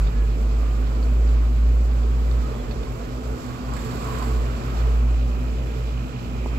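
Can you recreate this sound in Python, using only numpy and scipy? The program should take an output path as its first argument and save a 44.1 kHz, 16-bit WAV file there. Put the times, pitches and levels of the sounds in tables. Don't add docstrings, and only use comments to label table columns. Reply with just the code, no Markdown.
import sys
import numpy as np
from scipy import signal
from scipy.fft import rfft, irfft, next_fast_len
from scipy.io import wavfile
from scipy.ndimage import uniform_filter1d

SR = 44100
rng = np.random.default_rng(int(sys.argv[2]) if len(sys.argv) > 2 else 0)


def convert_level_to_amplitude(level_db):
    exponent = np.asarray(level_db, float) / 20
    return 10 ** exponent


def generate_wav(sig):
    pcm = np.round(np.clip(np.atleast_2d(sig).T, -1, 1) * 32767).astype(np.int16)
    wavfile.write(sys.argv[1], SR, pcm)


N = 290178
TIME = np.arange(N) / SR
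FREQ = np.fft.rfftfreq(2 * next_fast_len(N // 2 + 1025), 1 / SR)
SIZE = 2 * (len(FREQ) - 1)
SHAFT_HZ = 58.92

# centre_s, change_db, half_width_s
BOOM_DIPS = [(.125, -6, 0.035), (.38, -2.5, .05), (.77, -1.5, 0.038), (5.42, -2, 0.067), (5.85, 1.5, 0.041),
             (.92, -1, 0.034), (1.73, -0.5, 0.036), (1.66, 1, .04), (3.0, -2, 0.051), (3.43, -10, 0.047),
             (3.57, -14, 0.054), (4.62, -4.5, 0.027), (6.17, -10, 0.12)]


def truck():
    # start_s, start_hz (firing rate), goal_hz, climb_s, bend (shape of the climb, no unit)
    gears = [
        (0, 51.3, 59.37, 1.6, 1.027),
        (2.58, 47.73, 56.88, .9, 1.61),
    ]
    # centre_s, gained_hz, half_width_s
    pedal_pushes = [
        (2.9, 0.604, .25),
        (3.75, 0.91, 0.205),
        (4.35, 1.18, 0.203),
    ]
    # multiple of the firing rate, level_db
    overtones = [(3, -44)]
    # start_s, level_db
    throttle = [(0, -18), (.95, -20), (1.22, -15.5), (1.5, -17.5), (1.72, -15.5), (1.97, -18.5),
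                (2.4, -18.5), (2.62, -31.5), (2.9, -32), (3.3, -38), (3.72, -29), (4.05, -33.5),
                (4.38, -18.5), (4.62, -31), (4.85, -17.5), (5.12, -17), (5.5, -24.5), (5.9, -25.5),
                (6.58, -26)]
    hz = 0
    for s, start_hz, goal_hz, climb_s, bend in gears:
        since = np.clip(TIME - s, 0, None)
        climbing_hz = goal_hz - (goal_hz - start_hz) * np.exp(-(since / climb_s) ** bend)
        hz = np.where(TIME >= s, climbing_hz, hz)
    unsteady_hz = hz * (0.0037 * walk(6.11))
    phase = tone(uniform_filter1d(hz, size=2048) + bumps(pedal_pushes) + unsteady_hz)
    wave = -np.cos(phase)
    for multiple, db in overtones:
        wave = wave + convert_level_to_amplitude(db + 4.4 * walk(4.5)) * np.sin(multiple * phase + 0.73 * walk(4.0))
    hidden_db = swell(start=0, attack=4.5, end=6.5, release=-5, gain_db=-17)
    exhaust_db = -44 + hidden_db + 1.5 * walk(2.1)
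    exhaust = np.sqrt(2) * convert_level_to_amplitude(exhaust_db) * np.sin(2 * phase + 0.62 * walk(2.7))
    boom_db = curve(throttle) + bumps(BOOM_DIPS) + 0.4 * walk(11.0)
    return np.sqrt(2) * convert_level_to_amplitude(boom_db) * wave + exhaust


def coasting():
    # from_hz, to_hz, level_db, phase_lead_rad
    low_notes = [
        (46, 44, -30.5, 0.033),
        (167.3, 153.5, -37, 0.88),
    ]
    glide_s, fade_db_per_s, gone_s = 0.18, -26, 0.43
    fade_db = fade_db_per_s * TIME - 150 * np.clip(TIME - gone_s, 0, None)
    out = 0
    for from_hz, to_hz, db, lead in low_notes:
        hz = to_hz + (from_hz - to_hz) * np.exp(-TIME / glide_s)
        out = out + np.sqrt(2) * convert_level_to_amplitude(db + fade_db) * np.sin(tone(hz, lead))
    return out


def compressor():
    # start_s, pressure (0 to 1)
    pressure_points = [
        (0, 0.55),
        (2.5, 0.26),
        (3.5, 0.3),
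        (4.2, 0.78),
        (5, 0.75),
        (5.55, 0.75),
        (5.8, 0.87),
        (6.15, 0.94),
    ]
    pressure = curve(pressure_points)
    surge_db = 26 * np.clip(TIME - 6.25, 0, None)
    near = hum() + singing_pipe() + valve_ticks(pressure, surge_db)
    return both(near) + gas_rush(pressure, surge_db)


def hum():
    # centre_s, change_db, half_width_s
    fan_swells = [
        (.4, 0, .4),
        (4.25, 1.5, 0.26),
        (5.2, -0.5, .3),
        (6.0, 5, .3),
    ]
    # start_s, attack_s, end_s, release_s, gain_db
    panel_songs = [
        (0.32, 0.96, 2.8, 0.31, 5),
        (2.9, 0.38, 3.63, 0.21, 12),
        (4.8, 0.37, 5.5, 0.23, 6.5),
        (5.9, 0.34, 7.6, .2, 8),
    ]
    # centre_s, change_db, half_width_s
    panel_rattles = [(.5, 6, .06), (1.1, 6, 0.16), (1.4, -9, .06), (1.53, 8, 0.061), (.85, 4.5, .1),
                     (1.75, -0.5, 0.085), (2.0, -2, .08), (2.25, 4, 0.046), (2.63, 4, 0.075),
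                     (2.75, -4, .04), (2.86, 5, .04), (2.97, -15.5, 0.066), (3.1, 5.5, .08),
                     (3.5, 4, 0.052), (5.25, 5, .05), (5.45, 4, .05), (5.65, -10, .08)]
    # centre_s, change_db, half_width_s
    shaft_swells = [
        (2.82, 10.5, 0.18),
        (3.3, 13.5, 0.16),
        (2.78, 2, 0.078),
        (3.65, 2, 0.11),
    ]
    # start_s, attack_s, end_s, release_s, gain_db
    lean_in = (3.44, 0.49, 4.83, 0.99, 3.1)
    mains = 2 * np.pi * 120.015 * TIME
    fan = tone(124.83 + 0.092 * TIME)
    warming_db = -5 * np.exp(-TIME / 2.8)
    mains_db = -39 + warming_db + 0.3 * walk(1.8)
    mains_tone = convert_level_to_amplitude(mains_db) * np.sin(mains)
    buzz_db = mains_db - 10.0 + 2.5 * walk(4.17)
    buzz = convert_level_to_amplitude(buzz_db) * np.sin(2 * mains - 0.6 + 0.3 * walk(3.0))
    fan_tone = -convert_level_to_amplitude(-41.5 + bumps(fan_swells)) * np.sin(fan)
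    panel_db = sum(swell(*row) for row in panel_songs) + bumps(panel_rattles)
    overtone = convert_level_to_amplitude(-52.5 + panel_db) * np.sin(2 * fan + 0.8)
    shaft_db = -41.5 + bumps(BOOM_DIPS + shaft_swells) + 1.5 * walk(3.0)
    shaft = convert_level_to_amplitude(shaft_db) * np.sin(2 * np.pi * SHAFT_HZ * TIME)
    return np.sqrt(2) * (convert_level_to_amplitude(swell(*lean_in)) * (mains_tone + fan_tone) + buzz + overtone + shaft)


def valve_ticks(pressure, surge_db):
    # centre_hz, width_hz, level_db
    shell_modes = [(2480, 120, 3.5), (2720, 160, 3), (2943, 290, 2.5), (3320, 84, -3), (3990, 140, -6)]
    turns = np.arange(0, TIME[-1], 1 / SHAFT_HZ)
    clicks = np.zeros(N)
    clicks[np.round(turns * SR).astype(int)] = convert_level_to_amplitude(2.3 * rng.standard_normal(len(turns)))
    shell = 0
    for hz, width, db in shell_modes:
        shell = shell + convert_level_to_amplitude(db) * ring(ring(clicks, hz, width), hz, width)
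    level_db = -73.5 + 19.5 * pressure - 2 * surge_db
    return shell / shell.std() * convert_level_to_amplitude(level_db)


def gas_rush(pressure, surge_db):
    # pitch_hz, level_db
    hiss_colour = [(1900, -9.5), (2250, -5), (2480, 2.5), (2750, -8), (3100, -8.5), (3500, -19)]
    level_db = -63.5 + 7 * pressure + surge_db
    return diffuse(hiss_colour, flicker_db=-0.5, rate=12.0) * convert_level_to_amplitude(level_db)


def singing_pipe():
    # centre_s, change_db, half_width_s
    pipe_swells = [(.9, 3, 0.25), (2.5, 4, 0.14), (3.25, 9, 0.16), (3.85, 8, 0.075), (4.3, 7.5, .25),
                   (4.85, 12, 0.11), (5.6, 7.5, 0.26)]
    song = ring(rng.standard_normal(N), hz=441.7, width=3.9)
    return convert_level_to_amplitude(-52 + bumps(pipe_swells)) * song / song.std()


def gurgles():
    # start_s, length_s, start_hz, end_hz, level_db
    flutter_notes = [(.1, .2, 1700, 1680, -53), (.42, .45, 1190, 1220, -50), (2.415, .065, 1230, 1295, -44),
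                     (2.54, .035, 1150, 1200, -44), (2.858, .035, 1030, 1060, -43), (2.885, .04, 1070, 1110, -48),
                     (2.77, .04, 1060, 1200, -48), (3.0, .045, 690, 670, -43), (3.49, .04, 1100, 1130, -45),
                     (5.37, .04, 1180, 1210, -46)]
    return glides(flutter_notes, left_db=-3.0, right_db=0.1) * convert_level_to_amplitude(2.5 * walk(70.0) - 1)


def car():
    # start_s, tyres_db, spray_db
    passing = [
        (3.2, -54, -62),
        (3.47, -45, -56),
        (3.58, -47, -62),
        (3.74, -42, -59),
        (3.86, -42.5, -58),
        (4.25, -38.5, -55),
        (4.5, -50, -65),
        (4.92, -51, -67),
        (5.2, -86, -92),
    ]
    # pitch_hz, level_db
    tyre_colour = [(600, -12.5), (950, -8), (1070, -1.5), (1160, -2.5), (1280, -10.5), (1450, -10.5),
                   (1700, -18.5), (2200, -22.5)]
    # pitch_hz, level_db
    spray_colour = [(1800, -6), (3000, -5), (4500, 4.5), (6000, -4.5), (7500, 6), (10000, -1.5),
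                    (13000, -1), (15500, -4.5)]
    # start_s, attack_s, end_s, release_s, gain_db
    open_view = (3.73, 0.021, 4.4, 1.1, 6.5)
    tyres = diffuse(tyre_colour, flicker_db=1.5, rate=16.0) * convert_level_to_amplitude(curve(passing))
    port_db = np.array([[1.5], [-0.6]])
    spray_db = curve(passing, column=2) + swell(*open_view) + 1.3 * walk(70.0) + port_db
    spray = diffuse(spray_colour, flicker_db=-0.3, rate=16.0)
    return tyres + spray * (convert_level_to_amplitude(spray_db) + grit())


def grit():
    # start_s, length_s, level_db
    scuffs = [(3.736, 0.0058, -46), (3.766, 0.008, -49), (3.849, .002, -45), (3.956, .004, -51),
              (4.048, .003, -52), (4.071, .004, -50), (4.185, .004, -48), (4.225, .004, -50),
              (6.263, .004, -58), (6.069, .004, -54), (6.472, 0.0036, -48)]
    out = 0
    for s, length, db in scuffs:
        since = np.clip(TIME - s, 0, None)
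        out = out + convert_level_to_amplitude(db) * (TIME > s) * np.exp(-(since / length) ** 2)
    return out


def knock():
    # start_s, peak_db, length_s
    pushes = [(6.4604, -16.5, 0.0013)]
    out, t = np.zeros(N + 8192), TIME[:8192]
    for s, db, push in pushes:
        shape = np.sin(np.pi * np.clip(t / push, 0, 1)) ** 2
        overlap = np.roll(shape, int(0.8 * push * SR))
        rebound = np.roll(shape, int(1.1 * push * SR))
        out[int(s * SR):][:len(t)] += convert_level_to_amplitude(db) * (shape + 0.23 * overlap - 0.23 * rebound)
    return out[:N]


def metal_ticks():
    # start_s, peak_db
    tick_events = [(.072, -44.5), (.871, -47), (1.29, -51), (1.913, -50), (2.031, -48), (2.313, -44.5),
                   (2.711, -41), (2.832, -47), (3.482, -52), (4.569, -49), (4.806, -50)]
    # pitch_hz, level_db, fade_s (time to fall 60 dB)
    part_modes = [(2550, -4, 0.015), (3600, 3, 0.017), (4400, 1, 0.015)]
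    out = np.zeros(N + 8192)
    for s, db in tick_events:
        for hz, mode_db, t60 in part_modes:
            out[int(s * SR):][:8192] += convert_level_to_amplitude(db + mode_db) * struck(hz, t60)
    return both(out[:N]) * convert_level_to_amplitude(np.array([[-3.0], [0]]))


def taps():
    # start_s, peak_db, pitch_hz, fade_s (time to fall 60 dB)
    tap_events = [(.588, -51, 3100, .02), (.710, -49, 3120, .015), (.789, -52, 3080, .015),
                  (.990, -51, 3130, .015), (2.704, -40, 660, .04), (2.655, -44, 1220, .03),
                  (1.028, -40.5, 4430, .022), (1.029, -50, 3560, .02), (1.29, -46, 1600, .015),
                  (2.712, -48, 4450, .02), (4.8, -48, 2430, .07), (3.764, -38.5, 1680, .018),
                  (3.766, -37, 1890, .018), (3.768, -44, 4900, .01), (3.79, -43, 3580, 0.025)]
    out = np.zeros(N + 8192)
    for s, db, hz, t60 in tap_events:
        out[int(s * SR):][:8192] += convert_level_to_amplitude(db) * struck(hz, t60)
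    return out[:N] * convert_level_to_amplitude(np.array([[-4.0], [0]]))


def birds():
    # start_s, length_s, start_hz, end_hz, level_db
    chirps = [
        (2.537, .02, 3380, 3380, -54),
        (2.587, 0.026, 3390, 3370, -53),
        (5.672, .02, 3430, 3400, -57),
        (5.697, 0.059, 3380, 3700, -60),
        (5.757, 0.02, 3405, 3470, -57),
    ]
    return glides(chirps, left_db=7.0, right_db=-6.0)


def faint_low_notes():
    # start_s, length_s, start_hz, end_hz, level_db
    sliding_notes = [(3.6, .5, 225, 223, -41), (3.7, .4, 249, 243, -40), (4.05, .6, 241, 236, -40),
                     (2.2, .6, 244, 246, -43), (5.0, .6, 242, 251, -42), (.6, .8, 238, 240, -44),
                     (.9, .6, 388, 382, -45), (0, .35, 424, 427, -45), (2.7, .55, 115, 117, -46),
                     (5.0, 1.5, 157, 180, -44), (5.2, .6, 178, 182, -44), (6.1, .48, 180, 186, -42),
                     (3.8, .5, 104, 105, -47)]
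    return glides(sliding_notes, left_db=0.0, right_db=0.1)[0]


def street():
    # centre_s, change_db, half_width_s
    street_swells = [(.3, -1.5, 0.13), (.65, 0, 0.17), (1.9, -1.5, 0.44), (5.95, -1, .2), (2.45, 2.5, 0.22),
                     (4.15, 5, 0.47), (4.78, 3.5, 0.25)]
    # pitch_hz, level_db
    roar_colour = [(25, -11), (45, 2.5), (66, 7.5), (80, 1), (100, 0.5), (160, 0), (195, -2.5), (235, 4.5),
                   (290, -3), (400, -3), (440, -3.5), (490, -5), (800, -13.5), (1500, -40.5)]
    # pitch_hz, level_db
    tyre_colour = [(500, -3), (900, 0), (1080, -1.5), (1150, -1.5), (1270, 1), (1450, -4), (1700, -10.5),
                   (2400, -13.5), (3200, -18), (5000, -25.5)]
    # pitch_hz, level_db
    spray_colour = [(1500, 2.5), (3000, -2), (5000, -0.5), (8000, -5.5), (12000, -8), (15500, -10.5)]
    traffic_db = bumps(street_swells)
    roar = diffuse(roar_colour, flicker_db=1.2, rate=8.0) * convert_level_to_amplitude(0.51 * traffic_db - 35)
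    tyres = diffuse(tyre_colour, flicker_db=1.2, rate=14.0) * convert_level_to_amplitude(0.92 * traffic_db - 45)
    spray = diffuse(spray_colour, flicker_db=1.45, rate=30.0) * convert_level_to_amplitude(0.56 * traffic_db - 52.5)
    return roar + tyres + spray


def diffuse(colour, flicker_db, rate):
    # pitch_hz, share heard alike (0 to 1), left_behind_right_rad
    likeness = [(60.4, 1, -1.5), (175, 0.89, 0.56), (260, 0.88, 0.32), (427, 0.84, 0.99), (680, 0.84, 1.5),
                (968, 0.52, 3), (950, 0.18, 5), (1405, 0.68, 4), (1480, 0.62, 4.5), (2270, 0.27, 5),
                (3010, 0.2, 11), (3660, 0.2, 9.5), (15100, .05, 32.5)]
    alike = np.clip(over_hz(likeness), 0, 1)
    behind = np.exp(-1j * np.outer([1, 0], over_hz(likeness, column=2)))
    shared = rfft(rng.standard_normal(SIZE)) * behind
    apart = rfft(rng.standard_normal((2, SIZE)))
    octave = np.log2(FREQ + 1)
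    first, last = np.log2(colour[0][0]), np.log2(colour[-1][0])
    slope_db = -12 * np.abs(np.clip(octave, first, last) - octave)
    mixed = np.sqrt(alike) * shared + np.sqrt(1 - alike) * apart
    spectrum = mixed * convert_level_to_amplitude(over_hz(colour) + slope_db)
    centres = np.arange(np.floor(max(first, 6)), last + 1)
    inside = np.clip(octave, centres[0], centres[-1])
    out = 0
    for centre in centres:
        part = np.clip(1 - np.abs(inside - centre), 0, 1)
        out = out + irfft(spectrum * part, SIZE)[:, :N] * convert_level_to_amplitude(flicker_db * walk(rate))
    return out / np.sqrt(np.mean(out ** 2))


def glides(rows, left_db, right_db):
    out = np.zeros(N)
    for s, length, start_hz, end_hz, db in rows:
        along = np.linspace(0, 1, int(length * SR))
        phase = tone(start_hz + (end_hz - start_hz) * along)
        out[int(s * SR):][:len(along)] += convert_level_to_amplitude(db) * np.sin(np.pi * along) * np.sin(phase)
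    return out * convert_level_to_amplitude(np.array([[left_db], [right_db]]))


def struck(hz, t60):
    t = TIME[:8192]
    burst = rng.standard_normal(len(t)) * np.exp(-t / 0.011)
    crack = ring(burst, hz, 0.065 * hz)
    dying = np.sin(2 * np.pi * hz * t) * np.exp(-np.log(1000) * t / t60)
    y = 0.7 * crack / np.abs(crack).max() + dying
    return y / np.abs(y).max()


def ring(x, hz, width):
    return signal.lfilter(*signal.iirpeak(hz, hz / width, SR), x)


def both(x):
    lag = 20
    left = np.concatenate([np.full(lag, x[0]), x[:-lag]])
    return np.array([left, x])


def tone(hz, lead=0):
    return 2 * np.pi * np.cumsum(hz) / SR + lead


def walk(rate):
    steps = np.repeat(rng.standard_normal(int(rate * N / SR) + 2), 16)
    smooth = uniform_filter1d(uniform_filter1d(steps, size=16), size=16)
    return 1.3 * np.interp(TIME * rate * 16, np.arange(len(smooth)), smooth)


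def bumps(rows):
    return sum(height * np.exp(-((TIME - s) / width) ** 2) for s, height, width in rows)


def swell(start, attack, end, release, gain_db):
    rise = (TIME - start) / attack
    fall = 1 - (TIME - end) / release
    return gain_db * np.clip(np.minimum(rise, fall), 0, 1)


def curve(rows, column=1):
    rows = np.array(rows)
    return np.interp(TIME, rows[:, 0], rows[:, column])


def over_hz(rows, column=1):
    rows = np.array(rows)
    return np.interp(np.log(FREQ + 1), np.log(rows[:, 0]), rows[:, column])


def scene():
    engines = both(truck() + coasting() + faint_low_notes())
    freezer = compressor() + gurgles()
    contacts = knock() + metal_ticks() + taps()
    return engines + freezer + car() + contacts + birds() + street()


def top_cut(x):
    return signal.sosfilt(signal.butter(12, 15790, fs=SR, output="sos"), x)


def record(dry):
    # pitch_hz, left_db, right_db
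    ports = [(60, -0.27, 0.9), (125, -0.5, 1.5), (300, 0.2, 1.04), (1210, -2, 3.5), (2500, 0, 6),
             (4440, -3, 6), (6420, -4, 4), (7440, -4.5, 10), (8070, -18, 5), (8570, -3, -16),
             (8800, -9.5, -15), (9600, -6, -15.5), (10330, -6.5, 0), (12300, -5, 4), (15500, -14, 1)]
    colour = convert_level_to_amplitude(np.array([over_hz(ports), over_hz(ports, column=2)])) * (FREQ < 15800)
    padded = np.pad(dry, [(0, 0), (1024, SIZE - N - 1024)], mode="reflect")
    heard = irfft(rfft(padded) * colour, SIZE)[:, 1024:1024 + N]
    return top_cut(heard)


dry = scene()
out = record(dry)
generate_wav(out)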